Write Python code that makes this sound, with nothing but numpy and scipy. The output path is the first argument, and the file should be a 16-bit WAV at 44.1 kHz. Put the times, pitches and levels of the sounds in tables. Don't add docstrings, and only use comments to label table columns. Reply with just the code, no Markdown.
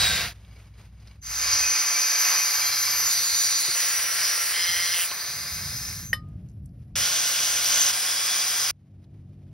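import sys
import numpy as np
from scipy import signal
from scipy.fft import rfft, irfft, next_fast_len
from scipy.io import wavfile
from scipy.ndimage import map_coordinates

SR = 44100
rng = np.random.default_rng(int(sys.argv[2]) if len(sys.argv) > 2 else 0)


def wav_record(signal):
    frames = np.transpose(np.atleast_2d(signal))
    bounded = np.clip(frames, -1, 1)
    quanta = np.round(bounded * 32767).astype(np.int16)
    wavfile.write(sys.argv[1], SR, quanta)


N = 420267
T = np.arange(N) / SR


def undb(db):
    return 10 ** (np.asarray(db) / 20)


def unit(x):
    return x / (np.std(x) + 1e-12)


def shaped(x, gain):
    size = next_fast_len(x.shape[-1], True)
    hz = np.arange(size // 2 + 1) * SR / size + .0011
    return irfft(rfft(x, size) * gain(hz), size)[..., :x.shape[-1]]


def colour(f, points):
    hz, db = np.transpose(points)
    return undb(np.interp(np.log(f), np.log(hz), db))


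def resonance(f, hz, width):
    return 1 / (1 + 1j * (f * f - hz * hz) / (f * width))


def walk(t, rate):
    knots = rng.standard_normal(8192)
    return 1.2 * np.interp(t * rate + 1, np.arange(len(knots)), knots)


def swell(t, start, end, attack, release):
    return np.clip(np.minimum((t - start) / attack, (end - t) / release), 0, 1)


def bump(t, middle, length):
    return np.cos(np.pi * np.clip((t - middle) / length, -.5, .5)) ** 2


def phase(hz):
    return 2 * np.pi * np.cumsum(hz) / SR


def burst(age, t60):
    return rng.standard_normal(len(age)) * undb(-60 * age / t60)


def tones(table, waver_hz, rough_db, fade_s=.05):
    out = np.zeros(N)
    for start, end, hz, db in table:
        on = (T > start - fade_s) & (T < end + fade_s)
        t = T[on]
        tone = np.sin(phase(hz + waver_hz * walk(t, 80))) * undb(rough_db * walk(t, 45))
        gate = np.clip(np.minimum(t - start, end - t) / fade_s + .5, 0, 1)
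        out[on] += undb(db) * unit(tone) * gate
    return out


# start, end, attack and release in seconds, level in dB.
RUMBLE_SWELLS = [(-.1, .34, .02, .14, -37), (.2, 1.74, .1, .03, -53), (2.5, 3.6, .2, .15, -56),
                 (4.55, 5, .1, .2, -57), (5.2, 7.1, .5, .1, -40.5), (5.9, 6.52, .3, .1, -39.5),
                 (6.9, 8.1, .1, .3, -55), (8.55, 9.6, .6, .1, -50)]
# frequency in Hz, gain in dB.
RUMBLE_EQ = [(15, -55), (25, -28), (40, -15), (59, -1), (108, 0.5), (167, -6), (204, -10.5), (237, -21.5),
             (285, -20.5), (357, -30), (505, -37), (600, -36), (740, -39), (860, -50), (2500, -60),
             (4000, -80)]


def rumble(floor_db=-59.5):
    power = undb(floor_db) ** 2 + sum((undb(db) * swell(T, *shape)) ** 2 for *shape, db in RUMBLE_SWELLS)
    return unit(shaped(rng.standard_normal(N), lambda f: colour(f, RUMBLE_EQ))) * np.sqrt(power)


# start and end in seconds, pitch in Hz, level in dB.
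HUMS = [(-.1, 1.72, 59, -49.5), (-.1, 1.72, 103, -54)]


def hum():
    return tones(HUMS, waver_hz=3, rough_db=2)


# start, end and fade in seconds, turns per second before and
# after a load change, its moment and easing time in seconds, whistle and octave levels in dB.
MOTOR_RUNS = [(-.3, .26, .25, 340, 275, .17, .33, -25.5, -26),
              (1.21, 2.62, .46, 514, 509.3, 1.3, .3, -26.5, -49),
              (1.21, 1.72, .15, 523, 518.3, 1.48, .45, -32, -46),
              (1.88, 3.42, .4, 522.5, 511.2, 2.35, .35, -30.5, -34.5),
              (2.12, 2.46, .08, 507, 498.4, 2.29, .25, -30, -44),
              (2.9, 3.8, .2, 482, 496.8, 2.9, .35, -29, -42),
              (3.68, 4.56, .1, 499, 482, 3.98, .35, -31, -44),
              (4.53, 5.06, .08, 494.5, 496.2, 4.78, .2, -36, -51),
              (5.0, 6.14, .06, 465, 521.5, 4.97, .65, -41, -48),
              (6.956, 7.92, .01, 524, 514, 7.41, .9, -32, -43),
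              (7.65, 7.9, .04, 523, 520.7, 7.77, .15, -28, -40),
              (8.22, 8.712, .01, 518, 512.2, 8.33, .2, -36, -45)]


def whine(run, cycles_per_turn=12, flutter=.0007, rough_db=1.8, wander_db=1.5):
    start, end, fade, *_, whistle_db, octave_db = run
    on = (T > start) & (T < end)
    t = T[on]
    angle = phase(motor_speed(t, run) * (1 + flutter * walk(t, 90)))
    whistle = undb(whistle_db + wander_db * walk(t, 11)) * np.sin(cycles_per_turn * angle)
    octave = undb(octave_db + wander_db * walk(t, 11)) * np.sin(2 * cycles_per_turn * angle)
    shaft = undb(whistle_db - 34) * np.sin(angle)
    roughness = undb(rough_db * walk(t, 60))
    out = np.zeros(N)
    out[on] = np.sqrt(2) * roughness * (whistle + octave + shaft) * swell(t, start, end, fade, fade)
    return out


def motor_speed(t, run):
    before, after, change_s, easing_s = run[3:7]
    return before + (after - before) * (1 + np.tanh((t - change_s) / easing_s)) / 2


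def disc_speed(t, gear_ratio=2.845):
    not_over = [t < run[1] for run in MOTOR_RUNS]
    speeds = [motor_speed(t, run) for run in MOTOR_RUNS]
    return np.select(not_over, speeds, MOTOR_RUNS[-1][4]) / gear_ratio


# middle and length in seconds, then the lift in dB
PRESSES = [(1.53, .4, 2.8, .8, -1), (2.3, .35, 2, 4, 2), (2.8, .7, .5, -1, 0), (3.11, .1, 1, 0, 4),
           (3.42, .15, 0, 0, 2), (3.55, .1, 2, 0, -1.5), (3.61, .06, -1.5, -1, 4), (3.83, .22, 2.5, 1, 1),
           (4.07, .18, -2, 0, -1), (4.26, .2, 3.5, 1, 0), (4.58, .12, 2, 1, -1), (4.87, .12, 2, 1, 0),
           (5.02, .16, -1, 0, 5), (7.77, .35, 3.2, 2, 2), (7.885, .09, 3, 1.5, 1.5),
           (7.99, .12, -1.5, 0, 2), (8.39, .14, 1.5, 0, 0)]


def grind(stage, eq, peaks, grain_db, wobble, ring, screech, roar_db_per_s=0):
    start, end, attack, release, hiss_db, trend_db_per_s, roar_db, fizz_db = stage
    on = (T > start) & (T < end)
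    t = T[on]
    angle = phase(disc_speed(t) * (1 + .003 * walk(t, 25)))
    pressure = (1 + wobble * (np.cos(angle) + .5 * np.cos(2 * angle))) * undb(.23 * walk(t, 150))
    grains = rng.standard_normal((2, len(t))) * undb(grain_db * rng.standard_normal((2, len(t))))
    chips, knocks = grains * pressure
    tail = burst(T[:4096], t60=.11)
    ringing = signal.fftconvolve(knocks, tail / np.linalg.norm(tail))[:len(t)]
    edge = rng.standard_normal(256)
    passing = map_coordinates(edge, [angle / (2 * np.pi) % 1 * len(edge)], order=3, mode="grid-wrap")
    passing = shaped(passing, lambda f: 1 - 1 / (1 + (f / 1300) ** 4))
    grit = chips + ring * ringing + screech * pressure * passing
    boost = lambda f: undb(sum(db * abs(resonance(f, hz, width)) ** 2 for hz, width, db in peaks))
    grit = shaped(grit, lambda f: colour(f, eq) * boost(f))
    stereo = widen(grit)
    drift = trend_db_per_s * (t - start)
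    presses = np.array([bump(t, middle, length) for middle, length, *_ in PRESSES])
    hiss_lift, roar_lift, fizz_lift = np.array(PRESSES)[:, 2:].T @ presses
    roar_ride = roar_db + roar_db_per_s * (t - start) + drift / 2 + roar_lift
    below = lambda f, hz: 1 / (1 + (f / hz) ** 10)
    # its filter, the span in Hz that sets its level, its ride in dB
    bands = [(lambda f: below(f, 3200) - below(f, 150), 600, 3000, roar_ride),
             (lambda f: below(f, 7000) - below(f, 3200), 3500, 5500, drift + hiss_lift),
             (lambda f: 1 - below(f, 7000), 9800, 12000, fizz_db + .55 * drift + fizz_lift)]
    out = np.zeros((2, N))
    for passband, low, high, ride_db in bands:
        core_rms = np.std(shaped(grit, lambda f: (f > low) * (f < high)))
        level = undb(hiss_db + ride_db + .45 * walk(t, 35)) * swell(t, start, end, attack, release)
        out[:, on] += shaped(stereo, passband) / core_rms * level
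    return out


# start, end, attack and release in seconds, hiss level in dB,
# trend in dB per second, then low roar and top fizz in dB relative to the hiss.
RUN_DOWN = (-.01, .338, .005, .11, -23.3, -35, -3.7, -14.5)
SCORE = (1.215, 3.16, .27, .08, -28.6, 0, -4.7, -9.5)
WALL_CUT = (3.06, 3.755, .07, .008, -28.3, 0, -7.5, -8.7)
DEEP_CUT = (3.745, 4.56, .006, .04, -32, -.7, -1, -4.2)
SLOT_CUT = (4.52, 5.09, .02, .03, -34.5, -2, -.5, -2.5)
SPIN_FREE = (5.06, 6.135, .02, .2, -36.5, -8, -.8, -6.5)
SMOOTH_RIM = (6.955, 7.93, .001, .02, -29.4, 0, -3.8, -8.3)
SMOOTH_EDGE = (7.91, 8.712, .02, .004, -29.8, 0, -4.5, -8)
# frequency in Hz, gain in dB.
RUN_DOWN_EQ = [(280, -20), (520, -11.5), (900, -11.5), (1500, -4.5), (2300, -1.5), (3100, -6), (3900, -1.5),
               (4750, -1.5), (5450, -5.5), (6700, -6.5), (8200, -15.5), (10500, -12.5), (13300, -14.5),
               (15500, -10.5)]
SCORE_EQ = [(280, -26), (520, -20.5), (900, -13.5), (1500, -8), (2300, -6.5), (3100, -13.5), (4000, -10),
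            (4800, 2), (5450, -2), (6700, -6), (8200, -13.5), (10500, -10), (13300, -16), (15500, -10)]
WALL_EQ = [(280, -28), (520, -24), (900, -17), (1500, -10), (2300, -9), (3100, -16), (3600, -9),
           (4100, -1.5), (4720, 3.5), (5200, -4), (6700, -6), (8200, -8), (10500, -10), (13300, -17),
           (15500, -10)]
DEEP_EQ = [(280, -18.5), (520, -11), (900, -8.5), (1500, 0), (2300, 1), (3100, -4), (3900, -1), (4750, 4.5),
           (5450, 1.5), (6700, -1), (8200, -1.5), (10500, -5), (13300, -11), (15500, -1.5)]
FREE_EQ = [(100, -11.5), (280, -16), (520, -13), (900, -9), (1500, -1.5), (2300, -3), (3000, -13),
           (4200, -3.5), (4750, -3.5), (5450, -5.5), (8200, -11), (10500, -11.5), (13300, -15.5),
           (15500, -7)]
RIM_EQ = [(280, -19), (520, -14), (900, -9.5), (1500, -4.5), (2300, -4), (3100, -4.5), (3500, -3.5),
          (3950, -7.5), (4750, -2.5), (5450, -1.5), (6700, -4), (8200, -3.5), (10500, -10), (13300, -13),
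          (15500, -6.5)]
EDGE_EQ = [(280, -19), (900, -9.5), (1500, -5), (3400, -5.5), (4300, -8), (4750, 1), (5600, -.5),
           (6700, -4), (8200, -3), (10500, -9), (13300, -12), (15500, -6)]
# centre and width in Hz,
# lift in dB.
BODY_MODES = [(505, 35, 4), (700, 70, 3.5), (1080, 50, 2.5), (1610, 130, 2), (2090, 130, 3.5),
              (4780, 300, 2.5)]
# centre and width in Hz, lift in dB.
RIM_PEAKS = [(510, 35, 3), (1088, 30, 7), (1445, 35, 6), (1620, 80, 4), (2190, 40, 3), (2360, 40, 3),
             (2900, 35, 4), (3260, 40, 3), (3440, 55, 3.5), (4900, 120, 3), (5630, 70, 3), (6360, 70, 3),
             (700, 90, 3)]


def disc():
    return (grind(RUN_DOWN, RUN_DOWN_EQ, BODY_MODES, grain_db=4, wobble=.13, ring=.64, screech=.34)
            + grind(SCORE, SCORE_EQ, BODY_MODES, grain_db=4.5, wobble=.1, ring=.79, screech=.25)
            + grind(WALL_CUT, WALL_EQ, BODY_MODES, grain_db=4, wobble=.1, ring=.8, screech=.55)
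            + grind(DEEP_CUT, DEEP_EQ, BODY_MODES, grain_db=3.5, wobble=.16, ring=.8, screech=.75)
            + grind(SLOT_CUT, DEEP_EQ, BODY_MODES, grain_db=3.5, wobble=.25, ring=.8, screech=.7)
            + grind(SPIN_FREE, FREE_EQ, BODY_MODES, grain_db=3, wobble=.15, ring=.55, screech=.6,
                    roar_db_per_s=-5)
            + grind(SMOOTH_RIM, RIM_EQ, RIM_PEAKS, grain_db=4, wobble=.2, ring=.7, screech=.55)
            + grind(SMOOTH_EDGE, EDGE_EQ, RIM_PEAKS, grain_db=4, wobble=.2, ring=.7, screech=.8))


# start and end in seconds, pitch in Hz, level in dB.
SQUEALS = [(1.5, 2.5, 5727, -36), (1.4, 3.0, 2322, -42), (1.4, 2.45, 2503, -40.5), (1.6, 2.5, 6445, -42),
           (2.6, 2.95, 4135, -39), (2.6, 2.95, 3250, -47), (3.05, 3.95, 6802, -32), (3.35, 3.7, 5590, -39),
           (3.3, 3.65, 6285, -40), (3.15, 3.72, 4712, -39), (3.3, 3.95, 9780, -43), (3.05, 3.7, 8900, -43),
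           (0, .27, 1580, -38), (3.965, 4.0, 5900, -29), (3.8, 4.5, 1368, -46), (4.15, 4.38, 5108, -35),
           (4.55, 5.06, 5750, -36.5), (4.55, 4.95, 5052, -36), (8.28, 8.68, 3429, -44)]


def squeals():
    return tones(SQUEALS, waver_hz=9, rough_db=4)


# centre and width in Hz, gain in dB.
HELD_MODES = [(1077, 25, -6), (2260, 40, 0), (2870, 45, -7), (4124, 35, -6), (4770, 50, -2), (6360, 30, -4)]


def bottle(f):
    return sum(undb(db) * resonance(f, hz, width) for hz, width, db in HELD_MODES)


# middle and length in seconds, level in dB.
SCUFFS = [(.75, 1.3, -68), (.38, .3, -60.5), (.57, .28, -59.5), (.82, .2, -61), (1.08, .3, -62),
          (6.4, .6, -76), (6.82, .3, -84), (9.03, .1, -76), (9.18, .14, -75), (9.42, .9, -79)]
# frequency in Hz, gain in dB.
SCUFF_EQ = [(200, 0), (500, -2), (1200, -4), (2400, -4.5), (4000, -9), (6500, -12), (10000, -15.5),
            (15500, -22)]


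def handling(grain_db=4, patchy_db=2, turning_end_s=1.25, catches_per_s=120, air_db=-79):
    grit = rng.standard_normal(N) * undb(grain_db * rng.standard_normal(N) + patchy_db * walk(T, 69))
    rub = unit(shaped(grit, lambda f: colour(f, SCUFF_EQ)))
    n = int(turning_end_s * SR)
    catches = (rng.random(n) < catches_per_s / SR) * undb(4 * rng.standard_normal(n))
    rub[:n] += undb(-10) * unit(shaped(catches, bottle))
    level = undb(air_db) + sum(undb(db) * bump(T, middle, length) for middle, length, db in SCUFFS)
    return rub * level


# start in seconds, peak in dB, centre in Hz, 60 dB decay in seconds.
TAPS = [(.448, -48, 3200, .02), (.599, -50, 2300, .03), (1.0, -57, 5000, .09), (1.073, -43, 4500, 0.06),
        (3.681, -38, 332, .05), (3.683, -41, 130, .07), (4.69, -42, 150, .07), (5.112, -25, 2500, .025),
        (6.288, -53, 8100, .006), (6.487, -53, 6500, .015), (6.497, -52, 6970, .008),
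        (6.503, -58, 5980, 0.013), (6.516, -58, 6000, .015), (6.658, -45, 8000, 0.02),
        (6.692, -61, 4970, .02), (9.042, -58, 3720, .02)]


def taps():
    out, age = np.zeros(N), T[:8192]
    for start, db, hz, t60 in TAPS:
        tap = shaped(burst(age, t60), lambda f: resonance(f, hz, .5 * hz) ** 2)
        i = int(start * SR)
        out[i:i + len(age)] += undb(db) * tap / abs(tap).max()
    return out


# start in seconds, peak in dB, treble roll-off in Hz.
GLASS_KNOCKS = [(.5116, -49, 12000), (.567, -51, 4000), (1.1122, -45, 9000), (5.116, -28, 700)]


def glass_knocks():
    out, blow = np.zeros(N), signal.unit_impulse(16384)
    for start, db, bright_hz in GLASS_KNOCKS:
        ring = shaped(blow, lambda f: bottle(f) / (1 + 1j * f / bright_hz) ** 3)
        i = int(start * SR)
        out[i:i + len(ring)] += undb(db) * ring / abs(ring).max()
    return out


# start, end, attack and release in seconds, level in dB.
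DISC_CHATTER = (4.527, 5.07, .012, .15, -28.7)
NECK_RATTLE = (4.91, 5.06, .05, .03, -32)
# centre and width in Hz, gain in dB.
CHATTER_OVERTONES = [(1745, 50, 4), (1925, 70, 10), (2088, 55, 14.5), (3140, 200, 12.5), (4010, 40, 9.5),
                     (4180, 45, 12), (4705, 35, 8), (5049, 28, 16), (5740, 40, 6.5), (7135, 61, 4.5),
                     (9850, 240, -6)]


def chatter(jitter=.007, scatter_db=1.5, rasp_db=-20, rasp_turns=.4):
    on = (T > DISC_CHATTER[0]) & (T < DISC_CHATTER[1])
    t = T[on]
    rate = disc_speed(t)
    turns = np.cumsum(rate * (1 + jitter * walk(t, 170))) / SR
    samples_from_knock = (turns % 1 - .5) * SR / rate
    clicks = np.sinc(samples_from_knock) * (abs(samples_from_knock) < 8)
    rasp = undb(rasp_db) * rng.standard_normal(len(t)) * np.exp(-((turns - .5) % 1) / rasp_turns)
    knocks = (clicks + rasp) * undb(scatter_db * walk(t, 170))
    overtones = lambda f: (sum(undb(db) * resonance(f, hz, width) for hz, width, db in CHATTER_OVERTONES)
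                           + undb(-19) * resonance(f, hz=5000, width=12000))
    neck = lambda f: resonance(f, hz=2850, width=450)
    out = np.zeros(N)
    for response, (*shape, db) in ((overtones, DISC_CHATTER), (neck, NECK_RATTLE)):
        out[on] += unit(shaped(knocks, response)) * undb(db) * swell(t, *shape)
    return out


# start, end, attack and release in seconds, level in dB.
WHIRR = (5.06, 6.08, .15, .2, -38)


def whirr(centre_hz=4600, rise_hz_per_s=750, width_hz=700):
    start, end, attack, release, db = WHIRR
    on = (T > start) & (T < end)
    t = T[on]
    noise = shaped(rng.standard_normal((2, len(t))), lambda f: 1 / (1 + (2 * f / width_hz) ** 2))
    angle = phase(centre_hz + rise_hz_per_s * (t - start))
    band = unit(noise[0] * np.cos(angle) + noise[1] * np.sin(angle))
    out = np.zeros(N)
    out[on] = band * undb(db) * swell(t, start, end, attack, release)
    return out


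# start in seconds, gain in dB.
CLINKS = [(6.1304, -4)]
# pitch in Hz, gain in dB, 60 dB decay in seconds.
CLINK_MODES = [(523.6, -32, .06), (1077, -36.5, .1), (1233, -33.5, 0.35), (1651, -19.5, .03),
               (1870, -0.5, 0.025), (2117, -18.5, 0.023), (3025, -19.5, .085), (3610, -32, 0.1),
               (4086, -41, 0.15), (4720, -42, .15), (4947, -37, .09), (5141, -26.5, .11), (5580, -22, .02),
               (8880, -34.5, 0.07), (9600, -25, 0.033), (10120, -36, .08), (11370, -33, .08),
               (11750, -30, 0.08)]


def clink(rise_s=.0009, crack_db=-26, buzz=.003):
    out, age = np.zeros(N), T[:SR // 2]
    ring = sum(undb(db - 60 * age / t60) * np.sin(phase(hz * (1 + buzz * walk(age, 300))))
               for hz, db, t60 in CLINK_MODES)
    ring *= 1 - np.exp(-age / rise_s)
    crack = shaped(rng.standard_normal(len(age)), lambda f: 1 / (1 + (f / 12000) ** 20))
    crack *= undb(crack_db - 60 * age / .08)
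    for start, db in CLINKS:
        i = int(start * SR)
        out[i:i + len(age)] += undb(db) * (ring + crack)
    return out


# start, end, attack and release in seconds, level in dB.
POUR = (6.2, 6.96, .25, .1, -81)
# frequency in Hz, gain in dB.
POUR_EQ = [(1000, -20), (3000, -18), (5500, -10), (8000, -20), (10000, -11), (11100, 0), (12400, -12),
           (15500, -24)]


def trickle(drops_per_s=1500, size_db=3.5, splash_s=.015):
    *shape, db = POUR
    drops = (rng.random(N) < drops_per_s / SR) * undb(size_db * rng.standard_normal(N))
    power = np.abs(signal.fftconvolve(drops ** 2, undb(-120 * T[:2048] / splash_s))[:N])
    spray = shaped(np.sqrt(power) * rng.standard_normal(N), lambda f: colour(f, POUR_EQ))
    return unit(spray) * undb(db) * swell(T, *shape)


# multiple of the base pitch, relative level in dB.
ENGINE_ORDERS = [(2, -3.5), (3, -7), (4, -15), (5, -18), (6, -20), (7, -24), (8, -27)]
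# frequency in Hz, gain in dB.
EXHAUST_EQ = [(100, -6), (280, 0), (450, -6), (700, -8), (1000, -24), (3000, -50)]


def engine(start_s=8.62, attack_s=.5, base_hz=46.5, rise_hz_per_s=2.5, waver=.04, db=-46.5):
    age = np.maximum(T - start_s, 0)
    angle = phase((base_hz + rise_hz_per_s * age) * (1 + waver * walk(T, 45)))
    drone = unit(sum(undb(order_db) * np.sin(order * angle + rng.uniform(0, 2 * np.pi))
                     for order, order_db in ENGINE_ORDERS))
    exhaust = undb(-18) * unit(shaped(rng.standard_normal(N), lambda f: colour(f, EXHAUST_EQ)))
    return (drone + exhaust) * undb(db) * np.minimum(age / attack_s, 1)


# frequency in Hz, side gain in dB.
SIDE_EQ = [(120, -18), (850, -13), (1300, -26), (2400, -23), (3000, -10), (4500, -9), (5000, -20),
           (5900, -10), (6500, -9), (7400, -23), (8700, -10), (9500, -8), (10500, -22), (11700, -22),
           (12900, -5), (14000, -20), (15500, -9)]


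def widen(x, t60=.14, gap_s=.008):
    age = T[:4096]
    tail = burst(age, t60) * (age > gap_s)
    tail = shaped(tail / np.linalg.norm(tail), lambda f: colour(f, SIDE_EQ))
    side = signal.fftconvolve(x, tail)[:len(x)]
    return np.array([x + side, x - side])


def yard(x, t60=.16, wet_db=-18.5):
    age = T[:12000]
    tails = [burst(age, t60) * (age > .002) for _ in range(2)]
    wet = np.array([signal.fftconvolve(x, tail / np.linalg.norm(tail))[:N] for tail in tails])
    return x + undb(wet_db) * wet


def scene():
    motor = sum(whine(run) for run in MOTOR_RUNS) + whirr()
    grinding = disc()
    cutting = squeals() + chatter()
    contacts = clink() + taps() + glass_knocks() + trickle()
    bed = rumble() + engine() + hum()
    return motor + grinding + cutting + bed + widen(handling()) + yard(contacts)


# frequency in Hz,
# left's lead in radians.
STEREO_PHASE = [(0, 0), (700, -.25), (1300, 0), (2700, .05), (3200, .4), (4400, 1.1), (4850, -.2),
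                (5400, .1), (7000, 3.0), (8200, 3.3), (10200, 6.25), (11700, 6.3), (12700, 7.7),
                (13200, 9.3), (14900, 9.5), (15800, 10.4)]
# frequency in Hz, left minus right in dB.
STEREO_BALANCE = [(100, .3), (300, 1.3), (750, 1.6), (1200, 0), (3000, -.1), (4500, -.8), (5500, 0)]


def record(dry, top_hz=15720):
    hz, radians = np.transpose(STEREO_PHASE)
    tilt = lambda f: np.sqrt(colour(f, STEREO_BALANCE))
    left = shaped(dry[0], tilt)
    right = shaped(dry[1], lambda f: np.exp(-1j * np.interp(f, hz, radians)) / tilt(f))
    lowpass = signal.ellip(12, .1, 80, top_hz, fs=SR, output="sos")
    return signal.sosfilt(lowpass, [left, right])


dry = scene()
out = record(dry)
wav_record(out)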